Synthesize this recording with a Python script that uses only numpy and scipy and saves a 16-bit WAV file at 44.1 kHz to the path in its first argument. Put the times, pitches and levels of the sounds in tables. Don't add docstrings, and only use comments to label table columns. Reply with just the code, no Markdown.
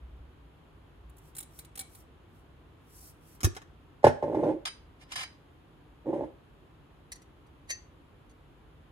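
import sys
import numpy as np
from scipy import signal
from scipy.fft import rfft, irfft
from scipy.io import wavfile

SR = 44100
rng = np.random.default_rng(int(sys.argv[2]) if len(sys.argv) > 2 else 0)


def wav_out(sig):
    wavfile.write(sys.argv[1], SR, np.round(np.clip(np.atleast_2d(sig).T, -1, 1) * 32767).astype(np.int16))


N = 393151
TIME = np.arange(N) / SR
TAIL = TIME[:SR // 2]
TREBLE_LAG_SAMPLES, WORKTOP_LAG_SAMPLES, SPOON_LAG_SAMPLES = 13, 5, 9


def amp(db):
    return 10 ** (np.asarray(db) / 20)


def unit(x):
    return x / np.sqrt(np.sum(x ** 2, axis=-1, keepdims=True) + 1e-20)


def at_hz(points, hz):
    f, value = np.transpose(points)
    return np.interp(np.log(np.maximum(hz, 1)), np.log(f), value)


def through(x, response):
    return signal.oaconvolve(np.atleast_2d(x), np.atleast_2d(response), axes=1)[:, :x.shape[-1]]


def low_pass(x, hz, order=2):
    sos = signal.butter(order, hz, fs=SR, output="sos")
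    return signal.sosfilt(sos, x + 1e-18)


def colour(spectrum, size=8192):
    level_db = at_hz(spectrum, np.fft.rfftfreq(size, 1 / SR))
    cepstrum = irfft(np.log(amp(level_db)))
    cepstrum[1:size // 2] *= 2
    cepstrum[size // 2 + 1:] = 0
    return unit(irfft(np.exp(rfft(cepstrum))))


def fade(t60_s):
    return np.exp(-np.log(1000) * TAIL / t60_s)


def ringing(modes):
    out = np.zeros(len(TAIL))
    for k, (hz, db, t60_s) in enumerate(modes):
        out += (-1) ** k * amp(db) * fade(t60_s) * np.sin(2 * np.pi * hz * TAIL)
    return out / np.abs(out).max()


def shimmer(modes, split):
    partials = []
    for hz, db, t60_s in modes:
        for side in (-1, 0, 1):
            partial_hz = hz * (1 + split * (side + rng.uniform(-0.522, 0.55)))
            partial_db = db + rng.normal(0, 2) - 3 * abs(side)
            partials.append((partial_hz, partial_db, t60_s))
    return ringing(partials)


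def build_up(tau_s):
    return 1 - np.exp(-TAIL / tau_s)


def crack(response, t60_s, rise_tau_s):
    burst = rng.standard_normal(len(TAIL)) * fade(t60_s) * build_up(rise_tau_s)
    return through(burst, response)[0] * 0.59


def add(track, s, sound):
    start = round(s * SR)
    track[start:start + len(sound)] += sound[:N - start]


def freedom(db, rows, damping):
    return amp(damping * (db - max(row[1] for row in rows)))


def blows(rows, spectrum, modes, *, crack_t60_s, rise_tau_s, ring_db, dull_hz):
    out, response = np.zeros(N), colour(spectrum)
    for s, db, dull_db in rows:
        ring = freedom(db, rows, damping=0.27) * shimmer(modes, split=0.00678) * build_up(rise_tau_s)
        hit = crack(response, crack_t60_s, rise_tau_s) + amp(ring_db) * ring
        reweighted = hit + (amp(dull_db) - 1) * low_pass(hit, dull_hz, order=1)
        add(out, s, amp(db) * reweighted)
    return out


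def slips(per_s, spread_db):
    happens = rng.random(N) < per_s / SR
    size = amp(spread_db * rng.uniform(-1.2, 1, N))
    clicks = happens * size * rng.choice([-1, 1], N)
    return unit(clicks) * np.sqrt(N)


def stroke(start_s, length_s, db, swell_db=0, *, attack_tau_s, release_tau_s):
    progress = np.clip((TIME - start_s) / length_s, 0, 1)
    before = (start_s - TIME) / attack_tau_s
    after = (TIME - start_s - length_s) / release_tau_s
    edges = np.exp(-np.clip(np.maximum(before, after), 0, 20))
    return amp(db + swell_db * (progress - .5)) * edges


def strokes(rows, attack_tau_s, release_tau_s):
    return sum(stroke(*row, attack_tau_s=attack_tau_s, release_tau_s=release_tau_s) for row in rows)


# f/Hz, t60/s
KITCHEN_DECAY = [(100, 0.27), (500, 0.37), (2000, .36), (6000, 0.32), (14000, 0.08)]
SCATTER_ABOVE_HZ = 154


def kitchen(x, lag_samples, near_db, room_db, near_t60_s):
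    delay = round(.003 * SR)
    edges_hz = [20, 300, 1200, 4000, 9000, 18000]
    tail = 0
    for low, high in zip(edges_hz, edges_hz[1:]):
        sos = signal.butter(2, [low, high], "band", fs=SR, output="sos")
        band = signal.sosfilt(sos, rng.standard_normal((2, len(TAIL))))
        tail = tail + band * fade(at_hz(KITCHEN_DECAY, np.sqrt(low * high)))
    near = rng.standard_normal((2, len(TAIL))) * fade(near_t60_s)
    near = near - low_pass(near, SCATTER_ABOVE_HZ, order=1)
    reflections = amp(near_db) * unit(near) + amp(room_db) * unit(tail)
    response = np.pad(reflections, [(0, 0), (delay, 0)])
    response[[0, 1], [lag_samples, 0]] += 1
    return through(x, response)


# f/Hz, level/dB
ROOM_TONE_COLOUR = [(25, -27), (48, -1.5), (100, -7), (123, -11.5), (153, -6.5), (190, -18), (300, -12),
                    (600, -22.5), (1050, -22), (2100, -31.5), (3200, -32), (5500, -48.5), (13700, -49),
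                    (15000, -76)]
# f/Hz, shared power (0..1)
ROOM_LIKENESS = [(60, 0.89), (150, 0.95), (350, 0.63), (800, 0.22), (2000, .05), (5000, .1), (10000, 0.99)]
# t/s, length/s, level/dB
RUMBLES = [(0.033, 0.16, -45.5), (1.07, 0.037, -54)]


def room_tone():
    hz = np.fft.rfftfreq(N, 1 / SR)
    alike = np.clip(at_hz(ROOM_LIKENESS, hz), 0, 1)
    shared, left, right = rfft(rng.standard_normal((3, N)))
    late = np.exp(-2j * np.pi * hz * TREBLE_LAG_SAMPLES / SR * (hz > 3000))
    common = np.sqrt(alike) * np.array([shared * late, shared])
    separate = np.sqrt(1 - alike) * np.array([left, right])
    air = through(irfft(common + separate, N), colour(ROOM_TONE_COLOUR))
    rumble = through(rng.standard_normal(N), unit(ringing([(58.6, 0, 0.39)])))
    swells = strokes(RUMBLES, attack_tau_s=0.15, release_tau_s=0.14)
    return amp(-56) * air + swells * low_pass(rumble, 110)


# t/s, level/dB, dull-part weight/dB
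NAIL_TAPS = [(1.0955, -51, -24), (1.167, -49.5, -20), (1.1815, -44.5, -8), (1.5888, -30.5, 5.5),
             (1.6475, -45, 11), (1.949, -40.5, 7)]
# t/s, ticks, first gap/s, gap growth per tick (ratio), level/dB, dull-part weight/dB
NAIL_SKIDS = [(1.35, 5, .015, 1.17, -23.5, 1), (1.7547, 4, .0195, 0.89, -26, 10)]
SKID_FALL_DB, SKID_DULLING_DB = 6, 1


def nail_ticks():
    ticks = list(NAIL_TAPS)
    for s, count, gap_s, growth, db, dull_db in NAIL_SKIDS:
        for k in range(round(count)):
            away = abs(k - round(count) // 2)
            ticks.append((s, db - SKID_FALL_DB * away, dull_db + SKID_DULLING_DB * away))
            s = s + gap_s * growth ** k
    return ticks


# f/Hz, level/dB
NAIL_COLOUR = [(400, 3.5), (780, -7), (1500, 7), (2350, 9), (3000, 4.5), (4000, 11.5), (4900, 5),
               (7500, 13), (9800, 20.5), (11500, 2), (13300, 18.5), (16000, 8)]
# f/Hz, level/dB, t60/s
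CLOSED_JAR_MODES = [(780, -3, 0.068), (2265, -14, 0.13), (3990, -10.5, 0.13), (5730, -15, 0.066),
                    (7620, 10, 0.021), (8440, -4, 0.083), (8950, -28, 0.084), (9730, 8.5, 0.039),
                    (12000, -24, 0.048), (13700, -1, 0.059)]
# t/s, length/s, level/dB
SKIN_RUBS = [(1.256, 0.033, -69), (1.56, 0.047, -63.5), (1.93, 0.075, -64.5), (2.36, .04, -77.5),
             (2.955, 0.14, -57.5), (3.27, 0.085, -65.5)]
# f/Hz, level/dB
RUB_COLOUR = [(2350, -20), (4800, -1), (5800, 3.5), (6400, -3), (8500, 4.5), (10200, 6), (11500, -4),
              (13200, 10), (14500, -6), (16000, 0.5)]


def hands():
    ticks = amp(3) * blows(nail_ticks(), NAIL_COLOUR, CLOSED_JAR_MODES, crack_t60_s=0.017,
                           rise_tau_s=0.0017, ring_db=-11.5, dull_hz=4050)
    fine_grain = slips(per_s=2200, spread_db=-3.5)
    coarse_grain = amp(-9.5) * slips(per_s=140, spread_db=2.5)
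    sliding = strokes(SKIN_RUBS, attack_tau_s=0.042, release_tau_s=.018)
    skin = sliding * through(fine_grain + coarse_grain, colour(RUB_COLOUR))[0]
    return kitchen(ticks + skin, TREBLE_LAG_SAMPLES, near_db=-1.5, room_db=-10.5, near_t60_s=0.012)


# t/s, level/dB, dull-part weight/dB
LUG_SNAPS = [(3.4054, -28.5, -13), (3.4315, -16, -8), (3.4354, -31, -9), (3.4445, -10.5, -9),
             (3.4475, -30, -12), (3.5487, -35, -5), (3.565, -35, 11.5), (3.6167, -52.5, 16)]
# f/Hz, level/dB
LUG_COLOUR = [(290, -24), (550, -2), (950, -1), (1400, 1.5), (2500, -6), (4200, -11.5), (6200, -7.5),
              (9500, -12), (13300, -17.5), (16000, -21.5)]
# f/Hz, level/dB, t60/s
OPEN_JAR_MODES = [(1490, -20.5, 0.29), (2456, 0, 0.09), (3800, -6, 0.16), (4640, 0, 0.063),
                  (5520, -3.5, 0.11), (6060, -6.5, 0.101), (6000, 2, 0.064), (8533, -24, 0.057),
                  (9905, -22, 0.19), (10380, -15, 0.08)]
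# t/s, level/dB, f/Hz, t60/s
AIR_GULPS = [(3.4312, -32, 255, 0.037), (3.444, -13.5, 97.4, 0.085), (3.4441, -28.5, 337, 0.071),
             (3.4706, -26, 354, 0.06), (3.565, -40.5, 430, 0.045)]


def opening():
    snaps = blows(LUG_SNAPS, LUG_COLOUR, OPEN_JAR_MODES, crack_t60_s=0.016,
                  rise_tau_s=0.0005, ring_db=-24, dull_hz=3000)
    air = np.zeros(N)
    for s, db, hz, t60_s in AIR_GULPS:
        add(air, s, amp(db) * ringing([(hz, 0, t60_s)]))
    air = kitchen(low_pass(air, 1040), 0, near_db=-5, room_db=-14, near_t60_s=.05)
    balance_db = [[-1], [1]]
    snaps = kitchen(snaps, TREBLE_LAG_SAMPLES, near_db=2.5, room_db=-12, near_t60_s=0.061)
    return air * amp(balance_db) + snaps


# t/s, length/s, level/dB
BASE_CATCHES = [(4.513, .045, -33), (6.085, 0.015, -26)]
SHUDDER_HZ, SHUDDER_DB = 319.8, -20.5


def shudder(push):
    wander = unit(low_pass(rng.standard_normal(N), 53.3)) * np.sqrt(N)
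    caught = strokes(BASE_CATCHES, attack_tau_s=.007, release_tau_s=0.018)
    rate_hz = SHUDDER_HZ * (1 + 0.068 * wander)
    return (amp(SHUDDER_DB) * push + caught) * np.sin(2 * np.pi * np.cumsum(rate_hz) / SR)


# t/s, level/dB, glassy crack relative level/dB
KNOCKS = [(4.0302, -34.5, -12.5), (4.041, -1, -23), (4.066, -3, -23.5), (4.2245, -17.5, -27.5),
          (4.2378, -21, -41.5), (4.278, -25.5, -40.5), (4.325, -27.5, -40), (4.346, -19, -27),
          (4.433, -18, -30), (6.129, -24.5, -38), (6.207, -28, -32.5), (6.233, -30.5, -29.5)]
# f/Hz, level/dB, t60/s
WORKTOP_MODES = [(89.85, -24, .22), (118, -20.5, 0.13), (147, -20, 0.1462), (251.5, -24, 0.23),
                 (346.7, -14.5, 0.091), (437, -7.5, 0.043), (577, -2.5, 0.046), (858.6, 0, 0.025),
                 (918, -3.5, 0.019), (1050.4, -12.5, 0.028)]
# f/Hz, level/dB
CRACK_COLOUR = [(760, -20), (1300, -2), (1750, 3.5), (2100, -5.5), (3400, -14), (5500, -17), (9500, -26),
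                (13000, -33), (16000, -39.5)]
# f/Hz, level/dB, t60/s
JAR_WALL_MODES = [(1394, 2.5, 0.1), (1799, 1, 0.15), (4010, -8.5, 0.1412), (5365, -2, 0.16),
                  (6220, -7, 0.14), (8240, -1.5, 0.148), (9860, -0.5, 0.16)]
# t/s, length/s, level/dB, swell start to end/dB
JAR_PUSHES = [(4.24, 0.26, -27, 10), (6.063, 0.038, -32.5, 3.5), (6.135, 0.12, -31.5, -10)]
# f/Hz, level/dB
JUDDER_COLOUR = [(41, -39), (80, -17.5), (145, -4), (194, -13.5), (320, 6.5), (425, -4), (562, 3.5),
                 (690, -13.5), (876, -8), (1280, -37), (1700, -32.5), (5050, -64.5), (15000, -69)]
# f/Hz, level/dB
BASE_HISS_COLOUR = [(800, 5), (2000, 7.5), (5000, -8.5), (10000, -9.5), (14000, -25.5), (16000, -18)]


def jar_on_worktop():
    boom, glass = np.zeros(N), np.zeros(N)
    board = low_pass(ringing(WORKTOP_MODES), 1150, order=6)
    bright = colour(CRACK_COLOUR)
    for s, db, crack_db in KNOCKS:
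        wall = amp(-14) * freedom(db, KNOCKS, damping=.4) * shimmer(JAR_WALL_MODES, split=0.012)
        glassy = amp(1.5) * crack(bright, t60_s=0.09, rise_tau_s=0.000494) + wall
        add(boom, s, amp(db) * board)
        add(glass, s, amp(db + crack_db) * glassy)
    push = strokes(JAR_PUSHES, attack_tau_s=0.0056, release_tau_s=0.031)
    judder = through(slips(per_s=450, spread_db=3), colour(JUDDER_COLOUR))[0]
    drag = amp(-2.5) * push * judder + shudder(push)
    hiss = amp(-36.5) * push * through(rng.standard_normal(N), colour(BASE_HISS_COLOUR))[0]
    low = kitchen(boom + drag, WORKTOP_LAG_SAMPLES, near_db=-12, room_db=-16.5, near_t60_s=0.28)
    balance_db = [[-1.1], [1.1]]
    high = kitchen(glass + hiss, TREBLE_LAG_SAMPLES, near_db=0, room_db=-9.5, near_t60_s=0.0514)
    return low * amp(balance_db) + high


# t/s, level/dB, dull-part weight/dB
LID_TOUCHES = [(4.653, -31.5, -1.5), (4.666, -40.5, 4), (4.674, -38, 1), (5.118, -37.5, -3),
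               (5.156, -32, -6.5), (5.163, -42.5, -1), (5.231, -38, 0.5)]
# f/Hz, level/dB, t60/s (shorter in the scrape)
LID_MODES = [(894.3, -4, 0.13), (1590, -7, 0.25), (2240, -1, 0.17), (2606, -14, 0.28), (3093, 8.5, 0.088),
             (3930, -1.5, 0.22), (4145, -14, 0.17), (4530, -13, .14), (4880, 5.5, 0.15), (4965, 5, 0.11),
             (6150, -7, 0.21), (9109, -9, 0.2), (9500, -14, 0.22)]
# f/Hz, level/dB
LID_COLOUR = [(240, -38), (450, -14.5), (839, 0), (1330, -1), (1870, 1.5), (3260, -4.5), (4000, -3.5),
              (5000, -4), (7060, -13.5), (10100, -14), (13500, -30), (16000, -35)]
# t/s, length/s, level/dB
LID_NUDGES = [(5.013, 0.019, -59.5), (5.117, 0.022, -49.5), (5.178, 0.051, -41.5)]


def loose_lid():
    touches = amp(6) * blows(LID_TOUCHES, LID_COLOUR, LID_MODES, crack_t60_s=0.043,
                             rise_tau_s=0.00026, ring_db=-9, dull_hz=3010)
    sliding = strokes(LID_NUDGES, attack_tau_s=0.012, release_tau_s=.005)
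    grit = sliding * slips(per_s=2500, spread_db=10)
    short_ring = unit(shimmer(LID_MODES, split=.007) * fade(.15))
    ring = amp(-11) * through(grit, short_ring)[0]
    scrape = amp(-3) * through(grit, colour(LID_COLOUR))[0] + ring
    return kitchen(touches + scrape, TREBLE_LAG_SAMPLES, near_db=4, room_db=-9.5, near_t60_s=0.013)


# t/s, level/dB, place of contact (0 bowl..1 stem)
CLINKS = [(7.118, -33.5, 0), (7.1222, -46.5, 0), (7.155, -48.5, 0), (7.2174, -54.5, 0.11), (7.465, -66, 0),
          (7.702, -24, 0.98), (7.719, -39.5, 0.95), (8.295, -62, .1), (8.309, -61, 0.73)]
# f/Hz, level at bowl/dB, level at stem/dB, t60/s
SPOON_MODES = [(1850, -17, -4, .13), (2659, -30, -16, .18), (3620, -24, -16, .08), (4200, -11, -13, .08),
               (4540, -13, -2, .14), (4660, -15, -7, .13), (5416, -28, -10, .09), (5770, 0, -22, .07),
               (6110, -35, -2, .16), (6400, -30, -12, .13), (8700, -13, -16, .05), (10300, -15, -17, .045)]
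# f/Hz, level/dB
SPOON_COLOUR = [(290, -31), (550, -5.5), (1400, -14.5), (1880, 9), (2400, -4), (3400, -10), (4500, 1.5),
                (5200, -13.5), (6100, 0), (7500, -7.5), (10200, -8), (13500, -21.5), (16000, -34)]
GRAZE_LEAD_S, GRAZE_S, GRAZE_DB = 0.0017, 0.0065, -38


def spoon():
    response = colour(SPOON_COLOUR)
    hardest_s = max(CLINKS, key=lambda clink: clink[1])[0]
    graze = stroke(hardest_s - GRAZE_LEAD_S, GRAZE_S, GRAZE_DB, attack_tau_s=0.0056, release_tau_s=.009)
    out = through(graze * slips(per_s=2800, spread_db=1.5), response)[0]
    for s, db, place in CLINKS:
        modes = [(hz, bowl_db + place * (stem_db - bowl_db), t60_s)
                 for hz, bowl_db, stem_db, t60_s in SPOON_MODES]
        free = freedom(db, CLINKS, damping=.4)
        ring = free * shimmer(modes, split=0.0075) * build_up(0.00083)
        tick = crack(response, t60_s=0.035, rise_tau_s=0.00099)
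        treble = tick - low_pass(tick, 11400, order=1)
        tick = tick + (1 - place) * amp(8.5) * treble
        add(out, s, amp(db) * (amp(1) * tick + amp(-2.5) * ring))
    return kitchen(out, SPOON_LAG_SAMPLES, near_db=-2, room_db=-14.5, near_t60_s=0.032)


def scene():
    return room_tone() + hands() + opening() + jar_on_worktop() + loose_lid() + spoon()


CUTOFF_HZ = 16900


def record(dry):
    thinned = signal.sosfilt(signal.butter(3, 36, "high", fs=SR, output="sos"), dry)
    clipped = np.clip(thinned, -.9, .9)
    return signal.sosfilt(signal.cheby2(14, 70, CUTOFF_HZ, fs=SR, output="sos"), clipped)


dry = scene()
out = record(dry)
wav_out(out)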